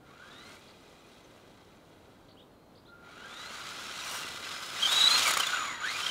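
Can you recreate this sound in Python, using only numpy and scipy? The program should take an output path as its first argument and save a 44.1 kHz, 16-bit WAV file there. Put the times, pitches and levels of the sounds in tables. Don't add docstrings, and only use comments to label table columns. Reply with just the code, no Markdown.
import sys
import numpy as np
from scipy import signal
from scipy.fft import rfft, irfft, next_fast_len
from scipy.io import wavfile
from scipy.ndimage import uniform_filter1d

SR = 44100
rng = np.random.default_rng(int(sys.argv[2]) if len(sys.argv) > 2 else 0)


def generate_wav(signal):
    frames = np.transpose(np.atleast_2d(signal))
    scaled = np.clip(frames, -1, 1) * 32767
    pcm = np.round(scaled).astype(np.int16)
    wavfile.write(sys.argv[1], SR, pcm)


N = 269010
TIME = np.arange(N) / SR

# frequency in Hz, relative level in dB.
AIR_EQ = [(15, -29), (25, -8.5), (65, -5), (130, -3.5), (260, -1.5), (550, -5), (900, -11), (1350, -14.5),
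          (1900, -22), (4200, -25.5), (5500, -31), (15500, -36)]
ROAD_EQ = [(30, -16), (70, -9), (130, -3.5), (300, -1.5), (600, -1), (1000, -5), (2000, -36), (8000, -62)]
TYRE_EQ = [(300, -19), (1000, -1), (1800, -3.5), (2600, 3.5), (3900, 5), (4800, -0.5), (7000, -3),
           (8000, -7), (10300, -12), (12000, -16.5), (16000, -23)]
SPRAY_EQ = [(200, -7.5), (500, 10), (1100, 18.5), (1900, 9.5), (2800, -1), (5000, 12), (9000, 11),
            (12000, 3.5), (16000, 1)]
RATTLE_EQ = [(100, -25), (300, -28.5), (600, -6), (900, -9), (1300, 9.5), (1850, -7), (2900, -5.5),
             (4500, -26), (8000, -38), (15000, -50)]
# start and length in seconds, first and last pitch in Hz, level in dB.
CHIRPS = [(0.671, .019, 2800, 4840, -60.5), (2.283, .016, 2400, 4800, -62), (2.297, .015, 2600, 4730, -68),
          (2.366, .025, 2580, 3310, -61), (2.386, .024, 3100, 3820, -62.5), (2.748, .018, 2680, 5100, -64),
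          (2.762, 0.02, 2700, 4970, -67.5), (2.85, 0.035, 3050, 4260, -63)]
# middle and length in seconds, spray level in dB.
PUDDLES = [(0.522, 0.29, -79), (4.136, 0.25, -56.5), (4.684, 0.3, -68), (4.93, 0.14, -52.5),
           (5.278, 0.095, -49)]
# middle and length in seconds, pitch in Hz, level in dB.
SQUEALS = [(4.834, 0.024, 3180, -23.5), (4.859, .031, 3130, -24.5), (4.894, 0.033, 3530, -29.5),
           (4.93, 0.058, 3740, -28.5), (4.975, 0.053, 3870, -24.5), (5.014, .035, 3840, -21),
           (5.029, .021, 4030, -27), (5.043, .019, 3880, -18.5), (5.06, .017, 3824, -20),
           (5.076, 0.021, 3895, -17.5), (5.117, 0.039, 4040, -24.5), (5.154, 0.064, 4200, -25),
           (5.406, .018, 3070, -26.5), (5.436, 0.011, 2815, -28), (5.473, 0.016, 3490, -29.5),
           (6.036, 0.013, 3060, -32.5), (6.067, .011, 3180, -26.5), (6.095, 0.017, 3020, -32)]
# start in seconds, strength in dB, length in seconds.
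JOLTS = [(5.273, -28.5, 0.018), (5.305, -24, .014), (5.334, -25.5, 0.0094), (5.368, -22.5, .011),
         (5.394, -26.5, 0.018), (5.466, -31.5, 0.0078)]
# frequency and width in Hz, relative level in dB.
SHELL_MODES = [(1105, 400, -8), (1262, 200, 1), (1424, 124, 2), (1527, 90, -0.5), (2233, 110, -3.5),
               (3030, 460, -11), (3730, 330, -10)]
GEARBOX_MODES = [(2027, 93, 7), (2412, 240, 1.5), (2780, 160, -2), (3296, 184, 3.5), (3902, 90, 5.5),
                 (4260, 98, 0), (4950, 84, -14), (5900, 160, -7.5), (9360, 770, -19.5)]
# frequency in Hz, gain in dB.
SHELL_EQ = [(900, -7), (1100, -1.5), (1230, 6.5), (1380, 0.5), (1500, 8.5), (1800, -4.5), (2000, 1.5),
            (2250, -1.5), (2700, -5.5), (3300, 1.5), (3900, 10), (4700, -2.5), (7000, 1)]
# start and end in seconds, level of the motor's note in dB.
MOTOR_NOTES = [(0, .58, -68), (2.873, 5.3, -58.5)]
# time in seconds, jitter as a share of the pitch.
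BACKLASH = [(0, .008), (4.7, .008), (5.2, .016), (5.5, .03), (6.1, .03)]
# start in seconds, target tooth rate in Hz, lag in seconds, chassis load in dB,
# base levels of the mesh tone and of its octave in dB.
THROTTLE = [(0, 3700, 0.78, 2.5, -35, -38), (.56, 2500, 0.06, -4, -37, -46),
            (1.05, 1000, 1.7, -2.5, -54, -60), (2.2, 240, 0.19, -4, -54, -56),
            (2.87, 3720, 0.81, 1, -41, -39), (4.08, 2200, 0.52, -1, -34, -39),
            (4.27, 2500, 0.088, -3, -46, -45), (4.42, 2559, .03, 1, -46, -35.5),
            (4.785, 3350.5, .035, 1.5, -33, -38.5), (5.17, 2501.5, .14, -0.5, -39, -46),
            (5.24, 2200, .012, 1.5, -26.5, -43), (5.285, 2.5, 0.64, 0.5, -59, -54),
            (5.515, 599.5, 0.25, 1.5, -37, -35), (5.8, 3060, 0.13, 0.5, -34, -39)]
# time in seconds, gain in dB.
NEARNESS = [(0, -30.5), (.3, -25.5), (.55, -26.5), (1.2, -30.5), (2.2, -34), (3.05, -22), (3.5, -15),
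            (3.85, -15.5), (4.15, -12.5), (4.46, -12.5), (4.72, -14.5), (4.78, -9), (5.0, -5), (5.3, -1.5),
            (5.6, -3), (5.8, -6), (6.1, -8.5)]


def undb(db):
    return 10 ** (np.asarray(db) / 20)


def curve(table):
    return np.interp(TIME, *np.transpose(table))


def gate(start, end, edge_s=0.015):
    return np.clip(np.minimum(TIME - start, end - TIME) / edge_s, 0, 1)


def add(out, start_s, sound):
    i = int(np.clip(start_s * SR, 0, N - 1))
    out[i:i + len(sound)] += sound[:N - i]


def unit(x):
    return x / np.sqrt(np.mean(x ** 2))


def band_unit(x, low_hz, high_hz):
    hz = np.arange(N // 2 + 1) * SR / N
    band = rfft(x)[(hz > low_hz) & (hz < high_hz)]
    return x * N / np.sqrt(2 * np.sum(np.abs(band) ** 2))


def sine(hz):
    return np.sqrt(2) * np.sin(2 * np.pi * np.cumsum(hz) / SR)


def walk(rate):
    hz = np.arange(int(min(4 * rate, SR / 2) * N / SR)) * SR / N
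    phases = np.exp(2j * np.pi * rng.random(N // 2 + 1)[:len(hz)])
    return unit(irfft(phases * np.exp(-(hz / rate) ** 2), next_fast_len(N, True))[:N])


def grains(rate, spread_db):
    hits = (rng.random(N) < rate / SR) * rng.standard_normal(N)
    return unit(hits * undb(spread_db * np.minimum(rng.exponential(size=N), 4)))


def eq_db(hz, eq):
    points_hz, db = np.transpose(eq)
    return np.interp(np.log(hz), np.log(points_hz), db)


def shape(x, response):
    size = next_fast_len(N + SR // 4)
    hz = np.arange(size // 2 + 1) * SR / size + 1
    return irfft(rfft(x, size) * response(hz), size)[:N]


def colour(x, eq):
    return unit(shape(x, lambda f: undb(eq_db(f, eq))))


def resonate(x, modes):
    def response(f):
        return sum(undb(db) / (1 + 1j * (f / hz - hz / f) * hz / (1.47 * width)) ** 2
                   for hz, width, db in modes)
    return unit(shape(x, response))


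def scatter(x, wet_db, tail_s):
    tail = rng.standard_normal(N) * np.exp(-TIME / tail_s)
    echoes = signal.fftconvolve(x, tail / np.linalg.norm(tail))[:N]
    return (x + undb(wet_db) * echoes) / np.hypot(1, undb(wet_db))


def outdoors():
    air = colour(rng.standard_normal(N), AIR_EQ) * undb(-58 + 0.5 * walk(10))
    hum = sine(100 + 2.5 * walk(6)) * undb(-73 + 2.5 * walk(5))
    return air + hum


def birds(held_hz=4180, echo_db=0.5, echo_s=0.025):
    out = sine(held_hz * (1 + 0.0081 * walk(52.5))) * undb(-80) * gate(2.5, 2.74)
    for start, length, first_hz, last_hz, db in CHIRPS:
        remaining = np.linspace(1, 0, int(length * SR))
        pitch = last_hz - (last_hz - first_hz) * remaining ** 1.74
        chirp = undb(db) * signal.windows.tukey(len(pitch), 0.5) * sine(pitch)
        add(out, start, chirp)
        add(out, start + echo_s, undb(echo_db) * chirp)
    return scatter(out, wet_db=-8, tail_s=0.056)


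def rumble(db):
    return colour(grains(rate=2500, spread_db=4), ROAD_EQ) * undb(db)


def spray(db, bumps):
    flow = undb(db)
    for middle, length, splash_db in PUDDLES:
        add(flow, middle - length / 2, undb(splash_db) * np.hanning(int(length * SR)))
    drops = grains(rate=11000, spread_db=4.5) * undb(0.66 * bumps + 1.6 * walk(120))
    return band_unit(colour(drops, SPRAY_EQ), 11000, 15500) * flow


def tyre_hiss(db, bumps):
    peel = grains(rate=12000, spread_db=2) * undb(1.5 * bumps)
    pitches = sum(sine(hz * (1 + 0.05 * walk(12))) * undb(8.3 * walk(40))
                  for hz in np.geomspace(2400, 11000, 18))
    hiss = colour(peel + undb(-13) * unit(pitches), TYRE_EQ)
    return band_unit(hiss, 4500, 8000) * undb(db)


def squeal(arch_hz=120, sag_hz=150, octave_db=-21):
    out = np.zeros(N)
    waver = 1 + 0.012 * walk(210)
    for middle, length, hz, db in SQUEALS:
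        start = middle - length / 2
        position = np.linspace(-1, 1, int(length * SR))
        pitch = hz - sag_hz * position / 2 + arch_hz * (1 / 4 - position ** 2)
        pitch *= np.roll(waver, -int(start * SR))[:len(pitch)]
        note = sine(pitch) + undb(octave_db) * sine(2 * pitch)
        add(out, start, undb(db) * np.cos(np.pi * position / 2) * note)
    return out


def jolts():
    force = np.zeros(N)
    for start, db, length in JOLTS:
        add(force, start, undb(db) * signal.windows.tukey(int(length * SR), 0.6))
    clatter = resonate(grains(rate=4000, spread_db=1.5), SHELL_MODES)
    splash = colour(grains(rate=8000, spread_db=1.5), SPRAY_EQ)
    return force * (undb(-5) * clatter + undb(-4.5) * splash)


def rattle(db, bumps):
    ticks = grains(rate=5000, spread_db=2.5) * undb(0.6 * bumps)
    shell = resonate(ticks, SHELL_MODES)
    chatter = colour(grains(rate=9000, spread_db=1.5), RATTLE_EQ)
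    return band_unit(shell + undb(-2) * chatter, 1100, 1800) * undb(db)


def motor(chopper_hz=1398, flutter_db=4.5):
    power = sum(undb(db) * gate(start, end) for start, end, db in MOTOR_NOTES)
    note = sine(chopper_hz * (1 + 0.00398 * walk(41.6)))
    return power * note * undb(flutter_db * walk(66))


def gearbox(tick_db, ring_db):
    ticks = resonate(grains(rate=3500, spread_db=4), GEARBOX_MODES)
    ring = resonate(rng.standard_normal(N), [(6900, 116, 0)])
    return ticks * undb(tick_db) + ring * undb(ring_db)


def throttle(start_hz=766.0, take_up_s=0.021):
    tooth_hz = np.full(N, start_hz)
    controls = np.zeros((4, N))
    for start, target_hz, lag_s, *levels_db in THROTTLE:
        i = int(start * SR)
        gap_hz = (target_hz - tooth_hz[i]) * np.exp(-TIME[:N - i] / lag_s)
        tooth_hz[i:] = target_hz - gap_hz
        controls[0, i:] = gap_hz / lag_s
        controls[1:, i:] = np.array(levels_db)[:, None]
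    size = int(take_up_s * SR)
    return tooth_hz, *uniform_filter1d(controls, size, origin=(size - 1) // 2)


def gear_whine(tooth_hz, mesh_db, octave_db, teeth=17, rough_db=4):
    mesh_db = mesh_db + eq_db(tooth_hz, SHELL_EQ)
    octave_db = octave_db + eq_db(2 * tooth_hz, SHELL_EQ)
    hz = tooth_hz * (1 + 0.00608 * walk(69.7) + curve(BACKLASH) * walk(360))
    shaft_swing = 1 + 0.19 * sine(hz / teeth)
    weaker_db = np.minimum(mesh_db, octave_db)
    fifth_db = weaker_db - 3 + 50 * np.log10(np.minimum(hz / 2700, 1))
    partials = (1, mesh_db), (1.5, fifth_db), (2, octave_db), (3, weaker_db - 13)
    tones = sum(sine(ratio * hz) * undb(db + rough_db * (walk(80) - 0.95)) for ratio, db in partials)
    return scatter(shaft_swing * tones, wet_db=-5.5, tail_s=0.019)


def scene(cruise_hz=2810, creep_hz=794, rolling_hz=1013):
    tooth_hz, hz_per_s, load_db, mesh_db, octave_db = throttle()
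    octaves = np.log2(np.maximum(tooth_hz, 1) / cruise_hz)
    creep_db = np.interp(tooth_hz, [creep_hz, rolling_hz], [-11, 0])
    truck_db = curve(NEARNESS) + creep_db
    strain_db = 6.5 * np.minimum(np.abs(hz_per_s) / 16000, 1)
    skid_db = 3.5 * np.clip(-hz_per_s / 4200, 0, 1)
    bumps = walk(67)
    whine_db = truck_db + strain_db
    drive = gear_whine(tooth_hz, whine_db + mesh_db, whine_db + octave_db + 3 * octaves) + motor()
    ring_db = 1.71 * truck_db + load_db - 42
    drive += gearbox(truck_db - 36 + 4 * octaves, ring_db)
    wheels = (tyre_hiss(truck_db + load_db + skid_db - 37 + 10 * octaves, bumps)
              + spray(truck_db + skid_db - 53 + 14 * octaves, bumps)
              + rumble(0.47 * truck_db - 48.5 + 2 * octaves)
              + squeal())
    chassis = rattle(truck_db + load_db - 34 + 3 * octaves, bumps) + jolts()
    return (drive + wheels + chassis + birds() + outdoors())[None]


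def record(dry, top_hz=15650):
    return signal.sosfilt(signal.ellip(10, 0.2, 70, top_hz, fs=SR, output="sos"), dry)


dry = scene()
out = record(dry)
generate_wav(out)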